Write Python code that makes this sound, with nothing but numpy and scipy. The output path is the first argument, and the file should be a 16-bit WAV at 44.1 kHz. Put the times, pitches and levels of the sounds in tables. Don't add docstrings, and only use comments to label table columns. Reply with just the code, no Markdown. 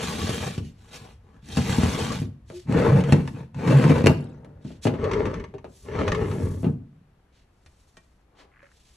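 import sys
import numpy as np
from scipy import signal
from scipy.fft import rfft, irfft, next_fast_len
from scipy.io import wavfile
from scipy.ndimage import uniform_filter1d, map_coordinates

SR = 44100
rng = np.random.default_rng(int(sys.argv[2]) if len(sys.argv) > 2 else 0)


def digitize_waveform(pressure):
    field = np.atleast_2d(pressure).T
    bounded = np.clip(field, -1, 1)
    quanta = np.round(bounded * 32767).astype(np.int16)
    wavfile.write(sys.argv[1], SR, quanta)


N = 395136
TIME = np.arange(N) / SR

# [pitch_hz, level_db]
LOW_COLOUR = [(25, -23), (70, -1), (150, 1.5), (230, -6.5), (310, -13), (560, -14), (1400, -21),
              (3300, -23.5), (12000, -36.5)]
MIDDLE_COLOUR = [(25, -27), (140, 0), (290, -11), (560, -15.5), (1100, -26), (2200, -30), (3600, -38),
                 (12000, -50.5)]
TOP_COLOUR = [(25, -12.5), (100, 7), (270, -6.5), (600, -11), (1200, -23.5), (2600, -31.5), (12000, -58.5)]
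# [pitch_hz, width_hz, gain_db]
LOW_PANELS = [(224.6, 18, 6), (440, 75, 3.5), (560, 45, -4), (780, 110, 4), (1138, 70, 3.5)]
MIDDLE_PANELS = [(134, 38, 2.5), (375, 35, -3.5), (470, 65, 5), (880, 110, 2), (2700, 180, 3.5)]
TOP_PANELS = [(415, 65, 7), (735, 110, -9.5), (910, 60, 1.5), (1134, 110, 3), (1540, 170, -3),
              (1796, 69, 5), (2120, 150, 4), (6030, 600, 4)]
# [pitch_hz, width_hz, gain_db]
FRAME_MODES = [(250, 37, 4.5), (359, 35, 3), (444, 45, 4), (655, 55, 4.5), (1070, 130, -3.5),
               (2760, 300, 4)]
# [start_s, clack_db, hardness_db]
KNOCKS = [(0.292, -20.5, -2), (0.579, -38.5, -20.5), (1.571, -16, -6.5), (1.783, -23.5, -17),
          (1.833, -16.5, -9.5), (2.217, -36.5, -21.5), (2.501, -33, 2), (2.695, -31, -19),
          (2.724, -23.5, 3), (3.123, -14, -12), (3.677, -21.5, -9.5), (3.841, -14.5, 1),
          (3.897, -16.5, -11.5), (4.041, -17.5, -13), (4.061, -6, -0.5), (4.07, -1, 10), (4.096, -17.5, -9),
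          (4.447, -39.5, 1), (4.648, -40, -17), (4.705, -35, 0), (4.853, -13, -3), (4.869, -7.5, 1),
          (4.939, -25.5, 2.5), (5.54, -30, 1), (5.644, -28, 9.5), (5.953, -24, 0.5), (5.991, -21.5, -1.5),
          (6.631, -27, -6.5), (6.643, -21.5, -8.5), (6.665, -24.5, -14)]
# [start_s, peak_db]
SNAPS = [(0.578, -30), (2.786, -21.5), (3.0056, -22.5), (3.038, -25.5), (3.123, -10.5), (3.276, -27.5),
         (3.545, -34), (3.675, -20.5), (5.042, -24), (5.114, -18), (5.1339, -19), (5.2545, -22),
         (5.3401, -25.5), (5.399, -31.5), (5.44, -30.5), (5.5825, -39.5), (5.9893, -24.5), (6.0787, -12),
         (6.119, -14.5), (6.1479, -19), (6.314, -27)]
# [middle_s, length_s, mean_pitch_hz, peak_db]
JUDDERS = [(2.569, 0.12, 352, -34), (2.947, 0.15, 131.7, -12.5), (3.701, 0.077, 137, -14),
           (3.768, 0.09, 139.8, -5), (5.556, 0.06, 400.4, -34.5)]
# [middle_s, length_s, level_db, centre_hz]
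BRUSHES = [(2.561, .24, -54, 4800), (3.275, .3, -61, 7030), (4.701, 0.23, -58.5, 3600),
           (4.85, 0.08, -40.5, 5450), (5.8, .34, -58.5, 7000), (6.4, 0.82, -54.5, 9600),
           (7.38, 0.17, -66.5, 3400), (7.851, 1, -70.5, 5930), (8.405, 0.133, -60.5, 3000),
           (8.42, 0.33, -60, 600), (8.91, 0.8, -64, 5200)]
# [start_s, tick_db, thump_db, thump_hz, ring_db]
TAPS = [(7.662, -39, -46.5, 78, -71), (7.970, -34.5, -53, 165, -56), (8.63, -51.5, -48.5, 565.3, -66)]
# [pitch_hz, level_db against ring_db]
TAP_MODES = [(1098, -2), (1873, 5), (2379, -1)]
# [pitch_hz, relative_level_db]
AIR_COLOUR = [(15, -12.5), (58, -2), (150, -13.5), (1800, -31), (5000, -44.5), (12000, -52.5)]
# [pitch_hz, fade_s]
ROOM_FADE = [(150, 0.85), (550, 0.45), (10000, 0.25)]
# [time_s, level_db]
BACKGROUND_LEVEL = [(0, -54.5), (6.3, -50.5), (7.1, -76)]
# [pitch_hz, left_minus_right_db]
PORT_BALANCE = [(400, .4), (620, 7), (1050, 5.9), (1700, 0.7)]
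# [pitch_hz, lead_radians]
PORT_LEAD = [(360, 0), (550, 1.3), (1300, 0.38), (3270, 0.1), (3960, 1), (4740, -1.96), (5450, -6),
             (8000, -7), (12000, -9.5)]
# [pitch_hz, gain_db]
PRESENCE = [(9000, 0), (12200, 4.5), (13000, -15.5)]
# [start_s, speeding_up_s, gliding_s, slowing_s, rumble_db, rub_db, hiss_db, dulling_by_the_end_db]
STROKES = [(-0.1, 0.12, 0.45, .18, -30.5, -34, -35, 4.5), (0.6, 0.041, .01, 0.11, -38, -69, -54, 6),
           (0.68, 0.24, .15, .13, -52.5, -53.5, -55.5, 0), (0.912, 0.024, 0.035, 0.049, -65, -52, -46, 7.5),
           (1.1, 0.24, .05, 0.071, -54, -59, -72, 2), (1.41, 0.17, 0.024, 0.064, -31, -41, -36.5, 3),
           (1.58, .12, 0.44, 0.16, -26, -30.5, -34, 7), (2.65, 0.12, 0.19, 0.25, -17.5, -20, -38.5, 17.5),
           (3.04, 0.054, 0.021, .27, -24, -28.5, -43.5, 9.5),
           (3.3, 0.075, 0.022, .11, -34.5, -44.5, -56, 1), (3.53, 0.18, .26, 0.18, -17.5, -22, -36.5, 4.5),
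           (4.84, .2, .27, 0.24, -28.5, -25.5, -48, 9), (5.81, 0.18, 0.49, 0.38, -26.5, -25, -44, 35.5)]

# from s, to s
LOW_SPAN, MIDDLE_SPAN, TOP_SPAN = (-1, 2.45), (2.45, 4.6), (4.6, 7)
RUMBLE_POWER, RUB_POWER, HISS_POWER = 1.2, 1.9, 1.58
SLIP_RATE, CATCH_RATE = 9000, 110
FLUTTER_DB, SURGE_DB = 1.4, 0.78
WANDER_DB = 2.5
CRACK_PER_HARDNESS = 0.18
CLEAN_PER_HARDNESS = 0.43
CREAK_S, CREAK_LENGTH_S, CREAK_DB, CREAK_HZ = 8.51, .21, -45.5, 1600
CREAK_FIRST_RATE, CREAK_LAST_RATE = 125, 35
SLAM_S = 4.045
CHAIN_DB = -9
CHAIN_SLAM_DB, CHAIN_SETTLE_S = -45, 0.65
TAP_THUMP_T60_S, TAP_T60_S = 0.16, 0.12
CUTOFF_HZ = 13450


def amp(db):
    return 10 ** (np.asarray(db) / 20)


def unit(x):
    return x / np.sqrt(np.mean(x ** 2) + 1e-20)


def along(points, hz):
    f, v = np.transpose(points)
    return np.interp(np.log(hz + 1), np.log(f + 1), v)


def wobble(rate):
    return map_coordinates(rng.standard_normal(int(N * rate / SR) + 4), [TIME * rate])


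def swell(middle, length):
    return np.cos(np.pi * np.clip((TIME - middle) / length, -.5, .5)) ** 2


def filtered(x, response):
    n = x.shape[-1]
    m = next_fast_len(n + 8192)
    spectrum = rfft(x, m) * response(np.fft.rfftfreq(m, 1 / SR))
    return irfft(spectrum, m)[..., :n]


def band(x, lo, hi):
    return signal.sosfilt(signal.butter(3, [lo, hi], "band", fs=SR, output="sos"), x)


def add(track, s, sound):
    part = track[round(s * SR):][:len(sound)]
    part += sound[:len(part)]


def ring(x, body):
    return signal.fftconvolve(x, body)[:len(x)]


def background():
    level = amp(np.interp(TIME, *np.transpose(BACKGROUND_LEVEL)))
    return level * unit(band(rng.standard_normal(N), 46, 110))


def air(level_db):
    mid, side = filtered(rng.standard_normal((2, N)), lambda hz: amp(along(AIR_COLOUR, hz)))
    side = filtered(side, lambda hz: hz / (hz + 900))
    return amp(level_db) * unit(np.array([mid + side, mid - side]))


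def room(x):
    hz, t, z = signal.stft(rng.standard_normal((2, SR)), SR, nperseg=256)
    t60 = along(ROOM_FADE, hz)[:, None]
    fade = amp(-60 * t / t60) / np.sqrt(t60 * SR / np.log(1e6))
    mid, side = signal.istft(z * fade, SR, nperseg=256)[1]
    side = filtered(side, lambda f: f ** 2 / (f ** 2 + 650 ** 2))
    return np.array([ring(x, mid + side), ring(x, mid - side)])


def walls(x):
    t = np.arange(SR // 10) / SR
    echoes = band(rng.standard_normal(len(t)) * amp(-60 * t / 0.053), 280, 14000)
    side = ring(x, echoes / np.linalg.norm(echoes))
    return np.array([side, -side])


def box(colour, panels, ripple_db=3, ringing=1, size=16384):
    hz = np.fft.rfftfreq(size, 1 / SR)
    peaks = sum(gain * np.exp(-2 * ((hz - centre) / width) ** 2) for centre, width, gain in panels)
    thicket = map_coordinates(rng.standard_normal(size), [3 * np.sqrt(hz)])
    db = along(colour, hz) + ringing * peaks + ripple_db * thicket * hz / (hz + 300)
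    cepstrum = irfft(np.log(amp(db)))
    cepstrum[1:size // 2] *= 2
    cepstrum[size // 2 + 1:] = 0
    return irfft(np.exp(rfft(cepstrum)))[:size // 2]


def slips(rate, spread_db):
    happens = rng.random(N) < rate / SR
    return unit(happens * rng.standard_normal(N) * amp(spread_db * rng.standard_normal(N)))


def strike(body, lo, hi, t60, scatter):
    t = np.arange(SR // 2) / SR
    force = scatter * rng.standard_normal(len(t)) * amp(-60 * t / t60)
    force[0] += 1
    sound = band(ring(force, body), lo, hi)
    return sound / np.abs(sound).max()


def creak():
    progress = (TIME - CREAK_S) / CREAK_LENGTH_S
    slowing = np.interp(progress, [0, 1], [CREAK_FIRST_RATE, CREAK_LAST_RATE], left=0, right=0)
    rate = slowing * amp(3.5 * wobble(90))
    lo, hi = CREAK_HZ / np.sqrt(2), CREAK_HZ * np.sqrt(2)
    out = np.zeros(N)
    for i in np.flatnonzero(np.diff(np.floor(np.cumsum(rate) / SR))):
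        size = amp(CREAK_DB + rng.normal(0, 2)) * np.interp(progress[i], [0, .5, 1], [.2, 1, .5])
        add(out, TIME[i], size * strike([1.], lo, hi, t60=0.027, scatter=0.18))
    return out


def tone(hz, t60):
    t = np.arange(SR // 2) / SR
    return np.sin(2 * np.pi * hz * t) * amp(-60 * t / t60)


def brushes():
    out = np.zeros(N)
    fibres = rng.standard_normal(N) * amp(2.2 * wobble(110))
    for s, length, db, centre in BRUSHES:
        hump = lambda hz: (hz * centre / (hz ** 2 + centre ** 2)) ** 2 / (1 + hz / centre)
        out += amp(db) * swell(s, length) * unit(filtered(fibres, hump))
    return out


def taps():
    out = np.zeros(N)
    for s, tick_db, thump_db, thump_hz, ring_db in TAPS:
        tick = strike(box(LOW_COLOUR, FRAME_MODES), 280, 10490, t60=0.0494, scatter=0.15)
        thump = tone(thump_hz, TAP_THUMP_T60_S)
        clink = sum(amp(db) * tone(hz, TAP_T60_S) for hz, db in TAP_MODES)
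        add(out, s, amp(tick_db) * tick + amp(thump_db) * thump + amp(ring_db) * clink)
    return out


def shudder(db, t60):
    t = np.maximum(TIME - SLAM_S, 0)
    shaken = ring(slips(2500, spread_db=3.5), box(MIDDLE_COLOUR, MIDDLE_PANELS))
    return amp(db - 60 * t / t60) * (t > 0) * unit(band(shaken, 55, 1600))


def judders():
    out = np.zeros(N)
    drift = 1 + .025 * wobble(45)
    for s, length, hz, db in JUDDERS:
        phase = 2 * np.pi * np.cumsum(hz * drift) / SR
        out += amp(db) * swell(s, length) * np.sin(phase)
    return out


def speed(start, rise, glide, fall):
    end = start + rise + glide + fall
    return np.clip(np.minimum((TIME - start) / rise, (end - TIME) / fall), 0, 1)


def chain(link_hz, spread, link_t60, count=5000):
    t = np.arange(SR // 80) / SR
    pitch, size = rng.standard_normal((count, 2)).T[:, :, None]
    hz = np.minimum(link_hz * np.exp(spread * pitch), SR / 2)
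    clicks = amp(4 * size - 60 * t / link_t60) * np.sin(2 * np.pi * hz * t)
    at = rng.integers(N, size=(count, 1)) + np.arange(len(t))
    rattle = unit(np.bincount(at.ravel(), clicks.ravel(), N)[:N])
    moved = np.zeros(N)
    for *timing, _, _, hiss_db, _ in STROKES:
        if timing[0] < LOW_SPAN[1]:
            moved += amp(CHAIN_DB + hiss_db) * speed(*timing) ** HISS_POWER
    settling = amp(CHAIN_SLAM_DB - 60 * np.abs(TIME - SLAM_S) / CHAIN_SETTLE_S)
    return (moved + (TIME > SLAM_S) * settling) * rattle


def knocks(colour, span, lowest_hz, crack_t60, crack_db, loose):
    out = np.zeros(N)
    for s, db, hard_db in KNOCKS:
        if span[0] <= s < span[1]:
            body = box(colour, FRAME_MODES)
            chatter = amp(-CLEAN_PER_HARDNESS * max(hard_db, 0))
            thump = strike(body, lowest_hz, 320, t60=.29, scatter=.04)
            clack = strike(body, 320, 1500, t60=0.16, scatter=0.066 * chatter)
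            crack = strike(body, 1800, 13000, t60=crack_t60, scatter=loose * chatter)
            add(out, s, amp(db - hard_db) * thump)
            add(out, s, amp(db) * clack)
            add(out, s, amp(db + crack_db + CRACK_PER_HARDNESS * hard_db) * crack)
    return out


def snaps(colour, panels, span):
    out = np.zeros(N)
    for s, db in SNAPS:
        if span[0] <= s < span[1]:
            body = box(colour, panels, ringing=1.7)
            add(out, s, amp(db) * strike(body, 850, 10000, t60=0.049, scatter=0.25))
    return out


def wander(x, depth_db):
    z = signal.stft(x, nperseg=1024)[2]
    field = uniform_filter1d(rng.standard_normal(z.shape), size=4, axis=0)
    field = uniform_filter1d(field, size=5, axis=1)
    return signal.istft(z * amp(depth_db * unit(field)), nperseg=1024)[1][:N]


def slide(span, colour, panels, catch_db):
    pressure = amp(FLUTTER_DB * wobble(70) + SURGE_DB * wobble(22))
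    catches = band(slips(CATCH_RATE, spread_db=1), 180, 3000)
    force = slips(SLIP_RATE, spread_db=2.0) + amp(catch_db) * catches
    shaken = wander(ring(force * pressure, box(colour, panels, ripple_db=1.87)), WANDER_DB)
    below_300 = filtered(shaken, lambda hz: 1 / (1 + (hz / 300) ** 6))
    below_2000 = filtered(shaken, lambda hz: 1 / (1 + (hz / 2000) ** 6))
    rumble, rub, hiss = unit(below_300), unit(below_2000 - below_300), unit(shaken - below_2000)
    out = np.zeros(N)
    for start, rise, glide, fall, rumble_db, rub_db, hiss_db, dull_db in STROKES:
        if span[0] <= start < span[1]:
            v = speed(start, rise, glide, fall)
            progress = np.clip((TIME - start) / (rise + glide + fall), 0, 1)
            dulling = amp(-dull_db * progress ** 2)
            out += amp(rumble_db) * v ** RUMBLE_POWER * rumble
            out += dulling * amp(rub_db) * v ** RUB_POWER * rub
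            out += dulling * amp(hiss_db) * v ** HISS_POWER * hiss
    return out


def scene():
    sliding = (slide(LOW_SPAN, LOW_COLOUR, LOW_PANELS, catch_db=-4.5)
               + slide(MIDDLE_SPAN, MIDDLE_COLOUR, MIDDLE_PANELS, catch_db=-6)
               + slide(TOP_SPAN, TOP_COLOUR, TOP_PANELS, catch_db=-5)
               + chain(link_hz=4600, spread=.5, link_t60=0.023))
    bumps = (knocks(LOW_COLOUR, LOW_SPAN, lowest_hz=60, crack_t60=0.06, crack_db=-3.5, loose=0.72)
             + knocks(MIDDLE_COLOUR, MIDDLE_SPAN, lowest_hz=44.6, crack_t60=0.03, crack_db=-3, loose=0.12)
             + knocks(TOP_COLOUR, TOP_SPAN, lowest_hz=115.2, crack_t60=0.098, crack_db=-14.5, loose=0.19))
    grit = (snaps(LOW_COLOUR, LOW_PANELS, LOW_SPAN)
            + snaps(MIDDLE_COLOUR, MIDDLE_PANELS, MIDDLE_SPAN)
            + snaps(TOP_COLOUR, TOP_PANELS, TOP_SPAN))
    drawers = amp(-2.0) * sliding + amp(-1.5) * (bumps + grit) + judders() + shudder(db=-38.5, t60=2.3)
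    near = drawers + brushes() + taps() + creak()
    echoes = amp(-10.0) * walls(near) + amp(-12.5) * room(near)
    return near + echoes + air(level_db=-61.0) + background()


def record(dry):
    sides = np.array([[.5], [-.5]])
    gain = lambda hz: amp(along(PRESENCE, hz) + sides * along(PORT_BALANCE, hz))
    heard = filtered(dry, lambda hz: gain(hz) * np.exp(1j * sides * along(PORT_LEAD, hz)))
    rounded = heard / (1 + (heard / .93) ** 6) ** (1 / 6)
    return filtered(rounded, lambda hz: hz < CUTOFF_HZ)


dry = scene()
out = record(dry)
digitize_waveform(out)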